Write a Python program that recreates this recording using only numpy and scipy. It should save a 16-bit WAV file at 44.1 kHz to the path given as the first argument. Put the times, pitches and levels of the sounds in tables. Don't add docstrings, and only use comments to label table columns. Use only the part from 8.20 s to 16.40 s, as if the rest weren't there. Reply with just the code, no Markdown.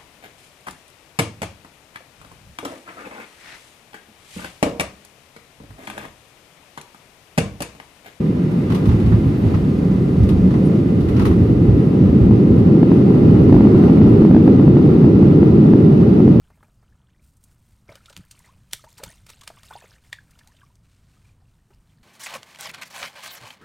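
import sys
import numpy as np
from scipy import signal
from scipy.fft import rfft, irfft, next_fast_len
from scipy.io import wavfile
from scipy.ndimage import uniform_filter1d, minimum_filter1d

SR = 44100
rng = np.random.default_rng(int(sys.argv[2]) if len(sys.argv) > 2 else 0)


def generate_wav(signal):
    frames = np.transpose(np.atleast_2d(signal))
    scaled = np.clip(frames, -1, 1) * 32767
    pcm = np.round(scaled).astype(np.int16)
    wavfile.write(sys.argv[1], SR, pcm)


def invert_db(x):
    u = np.asarray(x, float) / 20
    return 10 ** u


N = 361619

# freq_hz, density_db (per Hz)
RUSH_COLOUR = [(300, -20.5), (450, -6), (560, -5), (660, -9.5), (780, -1), (900, -9.5), (1000, -11),
               (1110, -14), (1400, -12.5), (1520, -28.5), (1900, -26), (2470, -60), (4180, -120)]
# freq_hz, density_db (per Hz)
HISS_COLOUR = [(1100, -29.5), (1500, -0.5), (2000, 0), (2280, -5.5), (2500, -2.5), (2900, -3), (3200, -8.5),
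               (3750, -8), (4150, -12), (4600, -11), (5300, -15.5), (6300, -18.5), (6700, -28), (8000, -45)]
# freq_hz, density_db (per Hz)
SIZZLE_COLOUR = [(4500, -32.5), (6500, -4), (7100, -2.5), (8100, -3.5), (9500, 0.5), (10900, -4),
                 (11600, 0), (12600, -5.5), (14200, -5.5), (15000, -7)]
# pitch_hz, width_hz, level_db
DUCT_NOTES = [(1209.5, 43, -50), (2038, 160, -55.5), (1354, 61, -56.5), (994, 110, -52)]
# start_s, lift_db, length_s
SHUDDERS = [
    (0.624, 5.5, 0.42),
    (1.296, 4.5, 0.085),
    (2.14, -0.5, .2),
    (2.988, 5.5, .12),
    (5.102, 2, 0.49),
    (5.677, 2.5, .2),
]
# start_s, length_s, pitch_hz, width_hz, level_db
SQUEAKS = [
    (1.04, 0.046, 13900, 500, -64),
    (1.15, .09, 13600, 397, -58),
    (2.448, 0.037, 9450, 400, -50.5),
    (.66, 0.045, 11400, 895, -57),
    (.85, .05, 12000, 1500, -66),
    (2.42, 0.09, 11000, 3000, -63),
]
# start_s, peak_db, dull_part_db (relative), bright_part_db (relative), pan_db
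JOLTS = [(0.3114, -42, 5, -11, -0.5), (0.4998, -30.5, 2.5, -18, -1), (0.52, -35, 1, -15, 2),
         (0.546, -27.5, -5, -16, 3), (0.6534, -33, 0, -16, 5), (0.6883, -33, 2, -28.5, -3),
         (0.712, -39, 6, -22, 3), (0.7994, -38, 3, -18, 4), (0.8594, -35, 0, -18, -1),
         (0.9194, -42, 13, -19.5, -3), (1.3394, -34, 7, -22, 0), (2.0314, -34.5, -2, -15, -2),
         (2.088, -28.5, -6, -15.5, 4), (2.3052, -36, 3, -23.5, 3), (2.3386, -39, 7, -26.5, 0.5),
         (2.806, -36.5, -8, -17, 4), (2.8848, -34, 1, -14, 1), (2.9644, -32, -1, -22, -2.5),
         (2.994, -29, 4.5, -17, 1), (3.018, -33.5, 0, -17, 0.5), (3.052, -25.5, 2, -14, 0),
         (3.0624, -42, -1, -14, -3), (3.1094, -41, 7, -14, -4), (3.1587, -44, 0, -19, -6)]
# pitch_hz, width_hz, level_db
PANELS = [(960, 390, 5.5), (1280, 450, 0), (1920, 360, -3), (2630, 630, -0.5), (3700, 1300, -0.5),
          (5750, 2300, -8.5), (9400, 1800, 7.5), (12800, 3000, 5)]
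# freq_hz, density_db (per Hz)
RUMBLE_COLOUR = [(8.8, -55.5), (15, -27), (54, -1), (107, 8), (126, 7.5), (145, -23), (178, 0.5),
                 (250, -14.5), (320, -54), (550, -120)]
# peak_s, level_db, length_s
BUMPS = [(.7, -13.5, 0.047), (.9, -14.5, .1), (1.07, -17, 0.072), (1.3, -17.5, 0.083), (1.74, -23, 0.069),
         (2.03, -15, 0.1), (2.17, -16.5, 0.13), (2.8, -22.5, 0.14), (3.05, -15.5, 0.26), (3.49, -15, 0.071),
         (3.85, -15.5, 0.067), (4.04, -15, 0.12), (4.34, -16, 0.085), (5.1, -15, 0.12),
         (5.34, -12.5, 0.068), (5.58, -25, 0.089), (5.841, -14.5, 0.034), (6.8, -24, 0.19),
         (7.2, -26, 0.14), (8.2, -19, .08)]
# freq_hz, density_db (per Hz)
DRONE_COLOUR = [(24, -57.5), (40, -39), (110, -13), (155, -2.5), (185, -4), (215, -6), (290, -9),
                (390, -14), (520, -24), (800, -40.5), (1040, -72), (1760, -120)]
# freq_hz, density_db (per Hz)
ROAR_COLOUR = [(29, -51), (50, -31), (85, -9), (130, 0.5), (213, 1.5), (242, -1), (335, -2.5), (421, -7.5),
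               (461, -13.5), (578, -22.5), (662, -31), (750, -29), (980, -52.5), (1650, -120)]
# time_s, level_db
THRUST = [(0, -18), (.55, -17.5), (1.1, -17.5), (1.7, -16.5), (2.15, -15), (2.5, -13.5), (2.8, -15.5),
          (3.1, -14), (4.3, -11.5), (4.9, -9.5), (5.35, -8.5), (5.9, -8.5), (6.2, -9), (6.9, -8.5),
          (7.9, -9), (8.1, -8), (8.2, -10.5)]
# time_s, share (0-1)
REVERSE = [
    (0, 0.06),
    (1.5, 0),
    (3, 0.5),
    (4.5, 0.8),
    (5.4, 0.98),
    (8.2, 0.95),
]
# peak_s, over_db (above the overload point)
SURGES = [(4.111, .9), (4.631, 2.5), (4.718, 2.7), (4.906, 1.1), (5.296, 1.4), (5.327, 3.3), (5.345, 2.5),
          (5.366, 2.5), (5.408, 2.0), (5.453, 1.5), (5.472, 1.6), (5.548, 1.5), (5.639, 1.1), (5.699, 1.8),
          (5.817, 2.5), (6.021, 1.6), (6.051, 2.5), (6.112, 2.9), (6.148, 3.4), (6.166, 3.7), (6.279, 3.4),
          (6.397, 2.2), (6.479, 2.1), (6.569, 2.0), (6.845, 1.6), (7.028, 1.6), (7.231, 1.6), (7.536, 3.1),
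          (8.004, 1.3), (8.079, 2.3)]
# freq_hz, likeness (-1 to 1)
LIKENESS = [(25, .997), (180, .992), (250, .965), (370, .9), (520, .68), (640, .3), (780, -.55), (900, -.2),
            (1020, .4), (1300, .05), (1750, -.35), (2400, .3), (2750, -.2), (4400, .3), (5500, .01)]
# freq_hz, left_minus_right_db
LEAN = [(60, -2), (130, -1.0), (290, 0.5), (620, -2), (1350, 1), (2950, 0.0), (6430, 1.5), (14000, -2.5)]

OVERLOAD = 0.94


def rms_one(x):
    return x / np.sqrt(np.mean(x ** 2) + 1e-20)


def in_time(rows):
    s, *columns = np.transpose(rows)
    return [np.interp(np.arange(N) / SR, s, column) for column in columns]


def at_hz(points, hz):
    points = np.array(points)
    return np.interp(np.log(hz), np.log(points[:, 0]), points[:, 1])


def drift(rate_hz):
    r = np.exp(-80 * np.pi * rate_hz / SR)
    chance = rng.standard_normal(N // 40 + 2002)
    slow = signal.lfilter([1], [1, -2 * r, r * r], chance)[2000:]
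    return np.interp(np.arange(N) / 40, np.arange(len(slow)), rms_one(slow))


def swell(peak_s, length_s):
    late = np.arange(N) / SR - peak_s
    return np.exp(-0.5 * (late / (length_s * np.where(late < 0, 0.5, 1))) ** 2)


def resonate(x, hz, width_hz):
    r = np.exp(-np.pi * width_hz / SR)
    feedback = [1, -2 * r * np.cos(2 * np.pi * hz / SR), r * r]
    return signal.lfilter([(1 - r * r) / 2, 0, (r * r - 1) / 2], feedback, x)


def resonate_twice(x, hz, width_hz, second_width_hz):
    return rms_one(resonate(resonate(x, hz, width_hz), hz, second_width_hz))


def turbulence(colour, left_lag_s=0.0):
    size = next_fast_len(N)
    hz = np.arange(size // 2 + 1) * SR / size + 1e-3
    mid, side = rfft(rng.standard_normal((2, size))) * invert_db(at_hz(colour, hz))
    alike = np.clip(at_hz(LIKENESS, hz), -1, 1)
    lean = invert_db(at_hz(LEAN, hz) / 2)
    mid, side = np.sqrt(1 + alike) * mid, np.sqrt(1 - alike) * side
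    left = (mid + side) * lean * np.exp(-2j * np.pi * hz * left_lag_s)
    right = (mid - side) / lean
    return rms_one(irfft([left, right], size)[:, :N])


def cabin_air():
    full_thrust_db = -9
    swing_db = in_time(THRUST)[0] - full_thrust_db
    shake_db = sum(lift_db * swell(s, length) for s, lift_db, length in SHUDDERS)
    gusts = drift(12.0)
    rush_db = -35 + swing_db + 0.8 * shake_db
    hiss_db = -47 + 0.41 * swing_db + 0.71 * shake_db
    sizzle_db = -65.5 + 0.2 * swing_db + 0.92 * shake_db
    rush = invert_db(rush_db + 2.5 + 0.87 * gusts) * turbulence(RUSH_COLOUR)
    hiss = invert_db(hiss_db + 3.0 + 0.38 * gusts + 0.26 * drift(20)) * turbulence(HISS_COLOUR)
    sizzle = invert_db(sizzle_db + 5.5 + 0.7 * gusts + 0.7 * drift(14)) * turbulence(SIZZLE_COLOUR)
    white = rng.standard_normal((2, N))
    duct = sum(invert_db(db) * resonate_twice(white, hz, width, width) for hz, width, db in DUCT_NOTES)
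    return rush + hiss + sizzle + duct


def squeaks():
    out = np.zeros((2, N))
    for s, length_s, hz, width_hz, db in SQUEAKS:
        start, count = round(s * SR), round(length_s * SR)
        rub = rng.standard_normal((2, count))
        tone = resonate_twice(rub, hz, width_hz, width_hz)
        out[:, start:start + count] += invert_db(db) * tone * np.sqrt(np.hanning(count))
    return out


def trim_rattle():
    ticks_per_s, spread_db = 14000.0, 3.5
    rise_s, buzz_t60_s, knock_t60_s = 0.0024, 0.16, 0.024
    ticks = (rng.random((2, N)) < ticks_per_s / SR) * rng.choice([-1, 1], (2, N))
    ticks = ticks * invert_db(spread_db * np.minimum(rng.exponential(1, (2, N)), 4))
    after = np.arange(SR // 4) / SR
    buzz = 0.86 * invert_db(-60 * after / buzz_t60_s)
    knock = 0.98 * invert_db(-60 * after / knock_t60_s)
    dying = (1 - np.exp(-after / rise_s)) * (buzz + knock)
    shake = np.zeros((3, 2, N))
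    for s, db, dull_db, bright_db, pan_db in JOLTS:
        i = round(s * SR)
        parts = invert_db(db - 10 + np.array([dull_db + 4, 0, bright_db]))
        sides = invert_db([[pan_db / 2], [-pan_db / 2]])
        shake[:, :, i:i + len(after)] += parts[:, None, None] * sides * dying
    out = 0
    for k, (hz, width_hz, db) in enumerate(PANELS):
        part = int(hz > 2500) + int(hz > 7500)
        tone = resonate_twice(ticks, hz, width_hz, 2 * width_hz)
        out = out + (-1) ** k * invert_db(db - 2.5) * shake[part] * tone
    return out


def wheels():
    touchdown_s, glide_db, rolling_db = 0.44, -31, -26
    roll_db, = in_time([(touchdown_s - 0.05, glide_db), (touchdown_s + 0.05, rolling_db)])
    bump_power = sum((invert_db(db) * swell(s, length)) ** 2 for s, db, length in BUMPS)
    level = np.sqrt(invert_db(roll_db) ** 2 + bump_power)
    shake = invert_db(2.0) * level * turbulence(RUMBLE_COLOUR, left_lag_s=0.00035)
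    return signal.sosfilt(signal.butter(2, 32, "high", fs=SR, output="sos"), shake)


def engines():
    hum_hz, hum_width_hz, hum_db = 184, 4, -8
    share = np.clip(in_time(REVERSE)[0], 0, 1)
    drone = np.sqrt(1 - share) * turbulence(DRONE_COLOUR)
    roar = np.sqrt(share) * turbulence(ROAR_COLOUR)
    hum = rms_one(resonate(rng.standard_normal(N), hum_hz, hum_width_hz))
    hum = (1 - share) * invert_db(hum_db) * hum
    return invert_db(in_time(THRUST)[0] + 0.5) * (drone + roar + hum)


def surge(hull):
    usual_top, cycles = 0.99, 0.45
    surge_hz, spread, lift_db = 238, 0.12, 0.7
    swing = np.abs(signal.hilbert(hull.mean(axis=0), next_fast_len(N))[:N])
    give = minimum_filter1d(np.minimum(1, usual_top / swing), size=400)
    hull = hull * uniform_filter1d(uniform_filter1d(give, size=300), size=300)
    reach = SR // 40
    around = np.arange(-reach, reach) / SR
    for s, over_db in SURGES:
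        luck, coin = rng.uniform(-1, 1, 2)
        hz = surge_hz * (1 + spread * luck)
        height = np.sign(coin) * OVERLOAD * invert_db(over_db + lift_db)
        wave = height * np.cos(2 * np.pi * hz * around)
        bell = np.exp(-0.5 * (around * hz / cycles) ** 2)
        start = round(s * SR) - reach
        span = slice(start, start + len(around))
        hull[:, span] += bell * (wave - 0.92 * hull[:, span])
    return hull


def airframe():
    return surge(wheels() + engines())


def scene():
    return cabin_air() + squeaks() + trim_rattle() + airframe()


def low_pass(x):
    return signal.sosfilt(signal.butter(12, 14620, fs=SR, output="sos"), x)


def record(dry):
    knee, top_hz = 26, 14650
    flat = dry / (1 + np.abs(dry / OVERLOAD) ** knee) ** (1 / knee)
    dulled = signal.sosfiltfilt(signal.cheby2(12, 40, top_hz, fs=SR, output="sos"), flat)
    fade_in = np.minimum(1, (np.arange(N) + 1) / 200)
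    return low_pass(dulled * fade_in)


dry = scene()
out = record(dry)
generate_wav(out)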